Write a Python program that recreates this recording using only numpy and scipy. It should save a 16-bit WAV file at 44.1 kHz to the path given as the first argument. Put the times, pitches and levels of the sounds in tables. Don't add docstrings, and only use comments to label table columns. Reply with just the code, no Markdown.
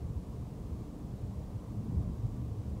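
import sys
import numpy as np
from scipy import signal
from scipy.fft import rfft, irfft, next_fast_len
from scipy.io import wavfile
from scipy.ndimage import uniform_filter1d, map_coordinates

SR = 44100
rng = np.random.default_rng(int(sys.argv[2]) if len(sys.argv) > 2 else 0)


def invert_db(x):
    u = np.asarray(x, float) / 20
    return 10 ** u


def digitize_waveform(pressure):
    field = np.atleast_2d(pressure).T
    bounded = np.clip(field, -1, 1)
    quanta = np.round(bounded * 32767).astype(np.int16)
    wavfile.write(sys.argv[1], SR, quanta)


N = 123479


def unit(x):
    return x / np.sqrt(np.mean(x ** 2) + 1e-20)


def along(points, hz):
    point_hz, point_db = np.transpose(points)
    return np.interp(np.log(hz + 1), np.log(point_hz + 1), point_db)


def wobble(knots_per_s):
    return map_coordinates(rng.standard_normal(200), [np.arange(N) * knots_per_s / SR])


def filtered(x, response):
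    size = next_fast_len(N + SR // 2)
    hz = np.fft.rfftfreq(size, 1 / SR)
    return irfft(rfft(x, size) * response(hz), size)[:N]


def patchy(x, patchy_db):
    z = signal.stft(x, nperseg=1024)[2]
    field = uniform_filter1d(rng.standard_normal(z.shape), size=6, axis=0)
    field = uniform_filter1d(field, size=5, axis=1)
    return signal.istft(z * invert_db(patchy_db * unit(field)), nperseg=1024)[1][:N]


def resonant(modes):
    even_s = 0.12
    x = np.zeros(N)
    for mode_hz, width_hz, level_db in modes:
        def ring(f):
            damping = 1j * f * width_hz
            return (damping / (mode_hz ** 2 - f ** 2 + damping)) ** 2
        x = x + invert_db(level_db) * filtered(rng.standard_normal(N), ring)
    power = uniform_filter1d(x ** 2, int(even_s * SR))
    power = uniform_filter1d(power, int(even_s * SR / 2))
    return unit(x / np.sqrt(np.abs(power) + 1e-12))


# (time [s], long unevenness [dB], coarse texture [dB])
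ROAD_SURFACE = [(0, -38.5, -45), (.15, -41.5, -48.5), (.3, -44, -48), (.55, -43, -46.5), (.8, -42, -45.5),
                (.93, -45.5, -46), (1.05, -42, -44), (1.18, -47.5, -49.5), (1.3, -41.5, -46),
                (1.6, -44.5, -49.5), (1.75, -42.5, -43.5), (1.95, -40.5, -39), (2.1, -38, -41.5),
                (2.2, -39.5, -50), (2.38, -39.5, -43), (2.57, -42.5, -50), (2.7, -39.5, -46),
                (2.8, -45.5, -46)]


def surface():
    s, uneven_db, texture_db = np.transpose(ROAD_SURFACE)
    t = np.arange(N) / SR
    return np.interp(t, s, uneven_db), np.interp(t, s, texture_db)


# (frequency [Hz], width [Hz], level [dB])
CABIN_MODES = [(25.1, 14, -18), (40.9, 11.4, -2), (57, 12, -3.5), (71, 12.8, -3), (104, 16.6, -3.5),
               (122.14, 13.5, -3.5)]
# (frequency [Hz], width [Hz], level [dB])
PANEL_MODES = [(146, 18.7, -2), (166.7, 14.6, 1), (192.4, 21.8, 2), (216.6, 12.7, -1.5), (242.7, 18, -4),
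               (275.8, 30.7, -9), (299, 21.4, -5.5), (337.4, 39.7, -13.5)]


def rumble():
    boom_db, drone_db = 1, 0
    uneven_db, texture_db = surface()
    boom = invert_db(boom_db + uneven_db + 1.5 * wobble(17)) * resonant(CABIN_MODES)
    drone = invert_db(drone_db + texture_db + 0.85 * wobble(6.92)) * resonant(PANEL_MODES)
    return boom + drone


# (time [s], peak level [dB], pitch [Hz], swell [cycles])
ROAD_SEAMS = [(.06, -35.5, 64.6, 0.95), (0.109, -29.5, 115, 1.4), (0.166, -29, 81, .7),
              (.43, -35, 106, 1.2), (.525, -34.5, 117, 1.3), (0.651, -34, 107, 1.7), (.73, -29.5, 76, 1.35),
              (1.138, -35.5, 115, 1.2), (1.237, -29, 96.5, 0.89), (1.29, -33.5, 79.6, 1.6),
              (1.384, -33.5, 104, 0.57), (1.56, -30, 105, 1.4), (1.79, -28, 110, 3.1),
              (1.904, -32.5, 131, 0.91), (1.944, -29, 107, 1.3), (1.978, -22, 76.4, 0.88),
              (2.01, -28.5, 104, 1.1), (2.1, -29.5, 201, .8), (2.255, -25, 113, 2.5),
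              (2.52, -32.5, 112, 1.8), (2.6, -32.5, 104, 1.5)]


def seams():
    fall_cycles = 1.22
    thuds = np.zeros(N)
    for s, peak_db, hz, swell_cycles in ROAD_SEAMS:
        cycles = (np.arange(N) / SR - s) * hz
        span = np.where(cycles < 0, swell_cycles, fall_cycles)
        thuds += invert_db(peak_db) * np.exp(-(cycles / span) ** 2) * np.cos(2 * np.pi * cycles)
    return thuds


def engine():
    firing_hz, drift_hz, level_db = 73.56, 1.54, -47.5
    uneven_db = surface()[0]
    phase = 2 * np.pi * np.cumsum(firing_hz + drift_hz * wobble(5.03)) / SR
    shaken_db = 0.7 * (uneven_db - uneven_db.mean())
    return invert_db(level_db + shaken_db + 3.7 * wobble(4)) * np.sin(phase)


# (frequency [Hz], level [dB per Hz])
TYRE_SPECTRUM = [(190, -31), (330, -3), (427, -0.5), (552, -4.5), (610, -7.5), (871, -10), (1050, -10.5),
                 (1210, -15), (1600, -34), (2080, -61), (3520, -120)]
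# (frequency [Hz], width [Hz], level [dB])
TREAD_HUMPS = [(439, 86, 3.5), (611, 11, 7), (723, 70, 3), (964, 60, 1), (1142, 61, 1.5)]


def roar():
    level_db, growth = -55, 0.17

    def body(f):
        humps_db = sum(db * np.exp(-((f - hz) / width_hz) ** 2) for hz, width_hz, db in TREAD_HUMPS)
        return invert_db(along(TYRE_SPECTRUM, f) + humps_db)

    noise = unit(filtered(patchy(rng.standard_normal(N), patchy_db=0.9), body))
    texture_db = surface()[1]
    return invert_db(level_db + growth * (texture_db - texture_db.mean())) * noise


# (frequency [Hz], level [dB per Hz])
HISS_SPECTRUM = [(900, -0.5), (1600, -1.5), (2580, -4.5), (5000, -6.5), (7500, -7.5), (9000, -9.5),
                 (11000, -12.5), (15700, -14)]


def microphone_hiss():
    hiss = patchy(rng.standard_normal(N), patchy_db=0.63) * invert_db(0.25 * wobble(11.94))
    return invert_db(-66.5) * unit(filtered(hiss, lambda f: invert_db(along(HISS_SPECTRUM, f))))


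def electrical_whine():
    whine_hz, level_db = 3120, -99
    return invert_db(level_db) * np.sin(2 * np.pi * whine_hz * np.arange(N) / SR)


def scene():
    return (rumble() + seams() + engine() + roar())[None]


def roll_off(x):
    return signal.sosfilt(signal.butter(12, 16680, fs=SR, output="sos"), x)


def record(dry):
    low_cut_hz, top_hz = 31.6, 15730
    x = filtered(dry[0], lambda f: (1j * f / (low_cut_hz + 1j * f)) ** 2)
    x = x + microphone_hiss() + electrical_whine()
    mix = filtered(x, lambda f: f < top_hz)[None]
    return roll_off(mix)


dry = scene()
out = record(dry)
digitize_waveform(out)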